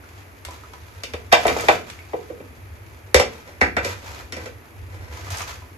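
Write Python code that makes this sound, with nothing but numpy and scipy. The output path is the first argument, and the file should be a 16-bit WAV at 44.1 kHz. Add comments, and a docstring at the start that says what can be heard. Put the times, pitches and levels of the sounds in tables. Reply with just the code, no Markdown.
"""Spinach leaves are pressed by hand into a steel pot of water in a small tiled kitchen.
Leaves crackle and drag on steel, stalks snap, air pockets plop, the counter thuds under each shove.
A steel basin beside the pot is shifted, knocks against the hob and is set down on the counter, where it
rings longer; a second handful is gathered from it and squashed into the pot.
Underneath runs a low, uneven rumble like microphone handling noise."""
import sys
import numpy as np
from scipy import signal
from scipy.io import wavfile
from scipy.ndimage import uniform_filter1d

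SR = 44100
rng = np.random.default_rng(int(sys.argv[2]) if len(sys.argv) > 2 else 0)


def inscribe(sig):
    """Save sig as 16-bit PCM at rate SR to the path in sys.argv[1].

    A 1-D sig is mono; a 2-D sig holds one channel per row.
    Samples are clipped to [-1, 1] before scaling.
    """
    pcm = np.round(np.clip(np.atleast_2d(sig).T, -1, 1) * 32767)
    wavfile.write(sys.argv[1], SR, pcm.astype(np.int16))


N = 254616
RING_SAMPLES = int(0.7 * SR)


def from_db(db):
    """Decibels to gain."""
    return 10 ** (np.asarray(db) / 20)


def rms_one(x):
    """Scale to rms 1."""
    return x / np.sqrt(np.mean(x ** 2) + 1e-20)


def energy_one(x):
    """Scale a response to unit energy."""
    return rms_one(x) / np.sqrt(x.shape[-1])


def loudest_one(x):
    """Scale the loudest 600 samples to rms 1."""
    power = uniform_filter1d(np.mean(x ** 2, axis=0), size=600)
    return x / np.sqrt(power.max() + 1e-20)


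def at_hz(points, hz):
    """Read a spectrum on a log-frequency axis."""
    freqs_hz, values = np.transpose(points)
    return np.interp(np.log(hz), np.log(freqs_hz), values)


def band(x, low_hz, high_hz, order=2):
    """Causal band-pass."""
    sos = signal.butter(order, [low_hz, min(high_hz, SR / 2 - 100)], "band", fs=SR, output="sos")
    return signal.sosfilt(sos, x + 1e-18)


def fade(t60_s):
    """Exponential decay."""
    return from_db(-60 * np.arange(RING_SAMPLES) / SR / t60_s)


def add(out, start_s, sound):
    """Mix a sound in at start_s."""
    at = max(round(start_s * SR), 0)
    out[:, at:at + sound.shape[-1]] += sound[..., :N - at]


def convolve(x, response):
    """Stereo convolution, cut to the length of x."""
    return signal.fftconvolve(np.atleast_2d(x), response, axes=1)[:, :x.shape[-1]]


def stereo_noise(gain_at, size):
    """Half-octave noise bands, each with gain or envelope gain_at(hz); near mono in the bass."""
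    # left-right likeness: freq_hz, correlation
    likeness = [(60, 1), (250, 0.83), (500, 0.21), (800, 0.57), (1300, -0.55), (2200, 0.12), (5000, 0.19),
                (12000, 0.098)]
    edges_hz = 28 * 2 ** np.arange(0, 9.6, 0.5)
    out, white = 0, rng.standard_normal((2, 2, size + SR // 4))
    for k, (low, high) in enumerate(zip(edges_hz, edges_hz[1:])):
        mid, side = band(white[k % 2], low, high)[:, -size:]
        hz = np.sqrt(low * high)
        alike = at_hz(likeness, hz)
        out = out + gain_at(hz) * (np.sqrt(1 + alike) * mid + np.sqrt(1 - alike) * side * [[1], [-1]])
    return out


def coloured_noise(spectrum, size):
    """Stereo noise shaped by rows of freq_hz, density_db."""
    return stereo_noise(lambda hz: from_db(at_hz(spectrum, hz)), size)


def burst(spectrum, t60_s):
    """Dying noise: modes too close to tell apart."""
    return energy_one(coloured_noise(spectrum, RING_SAMPLES) * fade(t60_s))


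def kitchen_echoes(build_s=0.00045):
    """Tiles reflect at once; the bass lingers longest."""
    # room decay: freq_hz, t60_s
    decay = [(70, 0.83), (250, 0.52), (700, 0.24), (2000, 0.31), (5000, 0.28), (12000, 0.18)]
    tail = stereo_noise(lambda hz: fade(at_hz(decay, hz)), RING_SAMPLES)
    return energy_one(tail * (1 - np.exp(-np.arange(RING_SAMPLES) / SR / build_s)))


def in_room(x, echoes, wet_db):
    """Direct sound plus echoes."""
    return x + from_db(wet_db) * convolve(x, echoes)


def rumble(side_db=-14.0, gain_db=2.0):
    """Low, uneven rumble like microphone handling noise."""
    # rumble bands: centre_hz, width_hz, level_db
    bands = [(71.4, 27.5, -7), (75.3, 8.7, -2.5), (93.7, 14, 0)]
    # rumble envelope: time_s, level_db
    envelope = [(0.0, -50), (0.45, -49.5), (1.59, -42), (2.24, -50.5), (2.83, -42.5), (3.48, -52),
                (3.71, -42.5), (4.3, -43.5), (4.56, -39.5), (4.68, -54), (4.8, -39.5), (5.35, -39.5),
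                (5.686, -45), (5.7, -48)]
    noise = 0
    for hz, width_hz, db in bands:
        white = rng.standard_normal((2, N + SR))
        noise = noise + from_db(db) * band(white, hz - width_hz / 2, hz + width_hz / 2)[:, SR:]
    mid, side = rms_one(noise)
    level_db = np.interp(np.arange(N) / SR, *np.transpose(envelope))
    return from_db(level_db + gain_db) * (mid + from_db(side_db) * side * [[1], [-1]])


def hiss(level_db=-48):
    """Faint, steady hiss."""
    # hiss spectrum: freq_hz, density_db
    spectrum = [(30, -9), (60, -34), (110, 22), (170, -11), (260, 6.5), (400, 6.5), (760, -1), (1200, -1),
                (2200, -1.5), (3200, -40), (6500, -23), (8700, -63), (11500, -9.5), (14000, -24.5)]
    return from_db(level_db) * rms_one(coloured_noise(spectrum, N))


def strokes(attack_s=0.013, release_s=0.053):
    """Hand strokes swell, hold and die away; returns leaf-on-leaf and leaf-on-steel amplitudes."""
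    # hand strokes: start_s, length_s, leaves_db, steel_db
    events = [(0, 0.21, -52, -79), (0.563, 1.76, -52, -68), (.47, 0.079, -43.5, -66),
              (1.382, 0.35, -33.5, -38), (1.859, 0.018, -38.5, -57), (3.285, 0.11, -47, -50),
              (3.451, 0.032, -47.5, -42.5), (3.823, 0.098, -35.5, -37.5), (4.013, 0.18, -40.5, -46),
              (4.34, 0.1, -45, -42.5), (4.888, 0.41, -51.5, -47), (5.1, 0.21, -41, -55),
              (5.299, 0.097, -34, -48.5), (5.464, 0.032, -33, -47)]
    t, power = np.arange(N) / SR, np.zeros((2, N))
    for start_s, length_s, leaves_db, steel_db in events:
        swell = 1 - np.exp(-np.maximum(t - start_s, 0) / attack_s)
        release = np.exp(-np.clip(t - start_s - length_s, 0, 1) / release_s)
        power += (from_db([[leaves_db], [steel_db]]) * swell * release) ** 2
    return np.sqrt(power)


def leaves(echoes, cracks_per_s=450, spread_db=5.0, clump_db=1.0, clumps_per_s=70,
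           settling_db=-53, rub_db=-3.0, gain_db=-4.0):
    """Crushed leaves: clumps of tiny cracks, denser with effort, over a smooth rub."""
    # leaf on leaf: freq_hz, density_db
    spectrum = [(120, -17), (260, -15.5), (350, -47), (600, -4), (1100, -1), (1700, -4.5), (2600, -6.5),
                (4500, -11.5), (7200, -11), (8600, -30), (11500, -12.5), (14000, -37.5)]
    effort = np.hypot(strokes()[0], from_db(settling_db))
    clumping = np.interp(np.arange(N) * clumps_per_s / SR, np.arange(N), rng.standard_normal(N))
    shape = (3, N)   # three places in the heap, each with its own colour
    onsets = rng.random(shape) < cracks_per_s * np.sqrt(effort / effort.max()) / SR
    sizes = from_db(clump_db * clumping + spread_db * np.minimum(rng.exponential(1, shape), 3))
    cracks = onsets * sizes * rng.choice([-1, 1], shape)
    crackle = rms_one(sum(convolve(place, burst(spectrum, t60_s=0.026)) for place in cracks))
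    rub = from_db(rub_db) * rms_one(coloured_noise(spectrum, N))
    return from_db(gain_db) * in_room(effort * (crackle + rub), echoes, wet_db=-4.5)


def steel_modes(strong, count=45, crowd_db=-29.0, slope_db_per_octave=-10.0):
    """Strong modes plus a crowd of weak high ones; returns frequencies, gains, oscillations."""
    strong_hz, strong_db = np.transpose(strong)
    crowd_hz = rng.uniform(3800, 13000, count)
    hz = np.r_[strong_hz, crowd_hz]
    db = np.r_[strong_db, crowd_db + slope_db_per_octave * np.log2(crowd_hz / crowd_hz.min())]
    waves = np.exp(2j * np.pi * np.outer(hz, np.arange(RING_SAMPLES) / SR))
    return hz, from_db(db), waves.astype(np.complex64)


def strike(modes, t60_s, scatter_db=2.0, lag_s=0.000293):
    """One touch excites all modes unevenly; the high ones lag in the left ear."""
    hz, gains, waves = modes
    strength = gains * from_db(scatter_db * rng.standard_normal(len(hz)))
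    ears = np.exp(-2j * np.pi * hz * np.minimum(hz / 1500, 1) * np.array([[lag_s], [0]]))
    return ((strength * ears).astype(np.complex64) @ waves).imag * fade(t60_s)


def scrape(modes, echoes, slips_per_s=260, spread_db=3.0, t60_s=0.11, emphasis=0.37):
    """Leaves drag on steel: small uneven slips keep the basin ringing faintly."""
    onsets = rng.random(N) < slips_per_s / SR
    sizes = from_db(spread_db * np.minimum(rng.exponential(1, N), 4))
    slips = onsets * sizes * rng.choice([-1, 1], N)
    bright_slips = signal.lfilter([1, -emphasis], [1], slips)
    ring = rms_one(convolve(bright_slips, strike(modes, t60_s)))
    return in_room(strokes()[1] * ring, echoes, wet_db=-4.5)


def plops(echoes, t60_cycles=18, rise_per_s=2.6):
    """Air pockets leave the wet leaves; each bubble rings and rises in pitch as it surfaces."""
    # bubbles: start_s, level_db, pitch_hz
    events = [(0.038, -37.5, 1420), (.486, -27.5, 970), (0.636, -35, 1240), (.737, -38, 990),
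              (1.99, -29, 2250), (5.269, -29, 1110), (5.407, -21.5, 2540), (5.41, -22.5, 1180),
              (5.621, -35.5, 990)]
    t, out = np.arange(RING_SAMPLES) / SR, np.zeros((2, N))
    for start_s, db, hz in events:
        chirp = np.sin(2 * np.pi * hz * t * (1 + rise_per_s * t))
        add(out, start_s, from_db(db) * fade(t60_cycles / hz) * chirp)
    return in_room(out, echoes, wet_db=2.0)


def snaps(echoes, t60_s=0.033, gain_db=-2.5):
    """A stalk breaks: a brief crack around its own pitch, with a bright edge."""
    # breaking stalks: start_s, level_db, pitch_hz, treble_db
    events = [(0.45, -17, 2120, -11), (0.486, -22.5, 960, -25), (0.509, -32, 1390, -6),
              (0.735, -26, 1030, -39.5), (1.468, -6, 751, -18), (1.607, -14.5, 1190, 7),
              (1.9, -20.5, 2720, -15), (5.304, -20, 1590, 4), (5.32, -21, 1580, 11), (5.371, -19.5, 789, 2),
              (5.383, -21, 705, -1), (5.405, -20, 1130, -11), (5.419, -19.5, 1100, -2)]
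    out = np.zeros((2, N))
    for start_s, db, hz, treble_db in events:
        noise = rng.standard_normal((2, RING_SAMPLES)) * fade(t60_s)
        body = band(noise, hz * 0.5, hz * 1.36, order=1)
        crack = body + from_db(treble_db) * band(noise, 4400, 7400, order=1)
        add(out, start_s, from_db(db + gain_db) * crack / np.abs(crack).max())
    return in_room(out, echoes, wet_db=-3.0)


def shoves(swell_s=0.014):
    """The hand shoves the load; the counter answers with a few slow cycles."""
    # counter thuds: start_s, level_db, pitch_hz
    events = [(.465, -31, 79), (.82, -41.5, 84), (1.138, -29, 78.5), (1.48, -30, 73), (1.976, -38.5, 82.4),
              (3.154, -18.5, 72.6), (3.621, -32, 77), (4.24, -37, 74.4), (4.808, -32.5, 79.6),
              (5.311, -26, 92.4)]
    t, out = np.arange(RING_SAMPLES) / SR, np.zeros((2, N))
    swell = t / swell_s * np.exp(1 - t / swell_s)
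    for start_s, db, hz in events:
        add(out, start_s, from_db(db) * swell * np.sin(2 * np.pi * hz * t))
    return out


def hollow_clack(scatter_db=0.5, lag_s=0.000345):
    """Broad resonances of the loaded basin, each dying within milliseconds."""
    # damped resonances: centre_hz, width_hz, level_db
    resonances = [(75, 30, -8), (255, 50, -9), (480, 90, -1), (725, 70, 2), (1540, 110, -5), (1990, 170, 1),
                  (2370, 70, -5), (2660, 90, -4), (2900, 60, -9), (3130, 60, -12), (3620, 110, -9),
                  (4400, 70, -18), (5190, 150, -7), (5570, 110, -10), (6400, 160, -14), (7400, 170, -11),
                  (8000, 100, -17), (10000, 500, -14), (11300, 500, -13)]
    t, out = np.arange(RING_SAMPLES // 4) / SR, np.zeros((2, RING_SAMPLES))
    for hz, width_hz, db in resonances:
        ear_lag_s = np.array([[lag_s * min(hz / 1500, 1)], [0]])
        age_s = np.maximum(t - ear_lag_s, 0)
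        gain = rng.choice([-1, 1]) * from_db(db - scatter_db * rng.standard_normal())
        out[:, :len(t)] += gain * np.exp(-np.pi * width_hz * age_s) * np.sin(2 * np.pi * hz * age_s)
    return energy_one(out)


def contact_db(hz, tilt_db_per_octave, favoured_hz, lift_db=12, spread_octaves=0.52, pivot_hz=700):
    """A harder contact is brighter; the spot hit favours one pitch."""
    favour = np.exp(-0.5 * (np.log2(hz / favoured_hz) / spread_octaves) ** 2)
    return tilt_db_per_octave * np.log2(max(hz, 215) / pivot_hz) + lift_db * favour


def basin(echoes, set_down_s=3.0, gripped_t60_s=0.11, free_t60_s=0.2, full_knock_db=-14.5,
          room_db=-3.5, gain_db=-3.0, treble_db=2.5, tick_db=4.0):
    """Knocks (ring, clack, room) plus the scrape; the hand damps the steel until it is set down."""
    # contacts: start_s, level_db, tilt_db_per_octave, favoured_hz, build_s
    knocks = [(1.035, -35.5, 7.5, 310, 0.00023), (1.135, -29.5, 3.5, 338, 0.0006),
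              (1.316, -28, 3.5, 1900, 0.0026), (1.323, -11, 4.5, 835, 0.0034),
              (1.452, -17, -1.5, 860, 0.00047), (1.479, -21, 4, 340, 0.00046),
              (1.496, -24, -0.5, 1040, 0.00042), (1.563, -27.5, -1.5, 714, 0.00045),
              (1.595, -33, 4, 1190, 0.0019), (1.634, -35, 1.3, 550, 0.0012),
              (1.684, -10.5, 2.23, 1000, 0.00052), (2.132, -27.5, -3, 647, 0.00079),
              (2.298, -37.5, -3.5, 400, .0015), (2.398, -42, -1.5, 354, 0.0036),
              (3.144, -11.5, 2.5, 512, 0.000083), (3.197, -19.5, 2, 690, 0.00044),
              (3.609, -31, 1.5, 1160, 0.00092), (3.613, -16, -0.5, 1240, 0.00023),
              (3.766, -21, -0.76, 1080, 0.00043), (3.845, -31.5, 3.5, 470, 0.0022),
              (4.322, -36, 3.5, 284, .0007), (4.365, -37, 1.5, 345, .001), (4.457, -39, 2, 510, 0.00049)]
    # knock bands, thud to tick: low_hz, high_hz
    bands = [(58, 105), (125, 200), (215, 350), (400, 580), (620, 1100), (1200, 2400), (2500, 3500),
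             (4600, 13000)]
    # short-lived modes of the thin wall: freq_hz, density_db
    wall = [(60, 5.5), (250, 13.5), (450, -21), (750, 5), (1250, -3.5), (2200, -5.5), (3200, -14),
            (4300, -1.5), (5500, -4.5), (7300, -16.5), (8700, -15.5), (11000, -3.5), (14000, -37)]
    # basin modes on the steel hob and on the stone counter: freq_hz, level_db
    hob_modes = [(335, -10), (501, -6), (616, -6), (678, -4), (717, 0), (801, -7), (871, -6), (980, -9),
                 (1117, -9), (1285, -15), (1553, -14), (1692, -15), (1877, -11), (1946, -13), (1986, -12),
                 (2059, -15), (2362, -8), (2698, -13), (2910, -12), (3109, -10), (3500, -16), (3694, -13),
                 (4163, -22), (4247, -23), (4439, -21), (4920, -22), (5299, -26), (6251, -26)]
    counter_modes = [(266, -13), (318, -13), (392, -10), (505, 0), (564, -6), (616, -12), (754, -12),
                     (829, -13), (934, -16), (992, -12), (1377, -14), (1554, -14), (1595, -15), (1965, -14),
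                     (2003, -14), (2040, -12), (2159, -13), (2234, -16), (2366, -18), (2658, -18),
                     (2886, -21), (3131, -22), (3618, -24), (4895, -27), (5171, -25), (5226, -26),
                     (5527, -27), (5601, -24), (7386, -31), (7438, -32)]
    # colour each support gives a knock: freq_hz, level_db
    hob_colour = [(78, -24), (160, -19), (274, -10), (482, -1.4), (826, -5.5), (1700, -6.5), (3100, -12.5),
                  (7560, -20.5)]
    counter_colour = [(78, -10.5), (160, -16), (274, -7.5), (482, -2.15), (826, -6.5), (1700, -0.46),
                      (3100, -10), (7560, -10)]
    t, out = np.arange(RING_SAMPLES) / SR, np.zeros((2, N))
    on_hob, on_counter = steel_modes(hob_modes), steel_modes(counter_modes)
    for start_s, db, tilt, favoured_hz, build_s in knocks:
        if start_s < set_down_s:
            modes, t60_s, colour = on_hob, gripped_t60_s, hob_colour
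        else:
            modes, t60_s, colour = on_counter, free_t60_s, counter_colour
        t60_s *= from_db(0.19 * (db - full_knock_db))   # light touches ring shorter
        clack = hollow_clack() + burst(wall, t60_s=0.023)
        attack = (1 - np.exp(-t / build_s)) ** 2
        layers = np.array([strike(modes, t60_s), clack, convolve(clack, echoes)]) * attack
        for low_hz, high_hz in bands:
            ring, hit, tail = map(loudest_one, band(layers, low_hz, high_hz, order=3))
            part = loudest_one(ring + from_db(tick_db * (low_hz > 4000)) * hit + from_db(room_db) * tail)
            hz = np.sqrt(low_hz * high_hz)
            band_db = at_hz(colour, hz) + contact_db(hz, tilt, favoured_hz) + treble_db * (low_hz > 1000)
            add(out, start_s, from_db(db + band_db + gain_db) * part)
    return out + scrape(on_counter, echoes)


def scene():
    """Basin, leaves and water in one kitchen, slightly right of centre."""
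    echoes = kitchen_echoes()
    handling = basin(echoes) + leaves(echoes) + snaps(echoes) + plops(echoes) + shoves()
    return handling * from_db([[-0.3], [0.3]]) + rumble() + hiss()


def record(dry, ceiling=0.97, cutoff_hz=13100):
    """Soft clip on the loudest knocks, then a steep low-pass."""
    rounded = dry / (1 + (dry / ceiling) ** 6) ** (1 / 6)
    return signal.sosfilt(signal.ellip(10, 0.1, 80, cutoff_hz, fs=SR, output="sos"), rounded)


dry = scene()
out = record(dry)
inscribe(out)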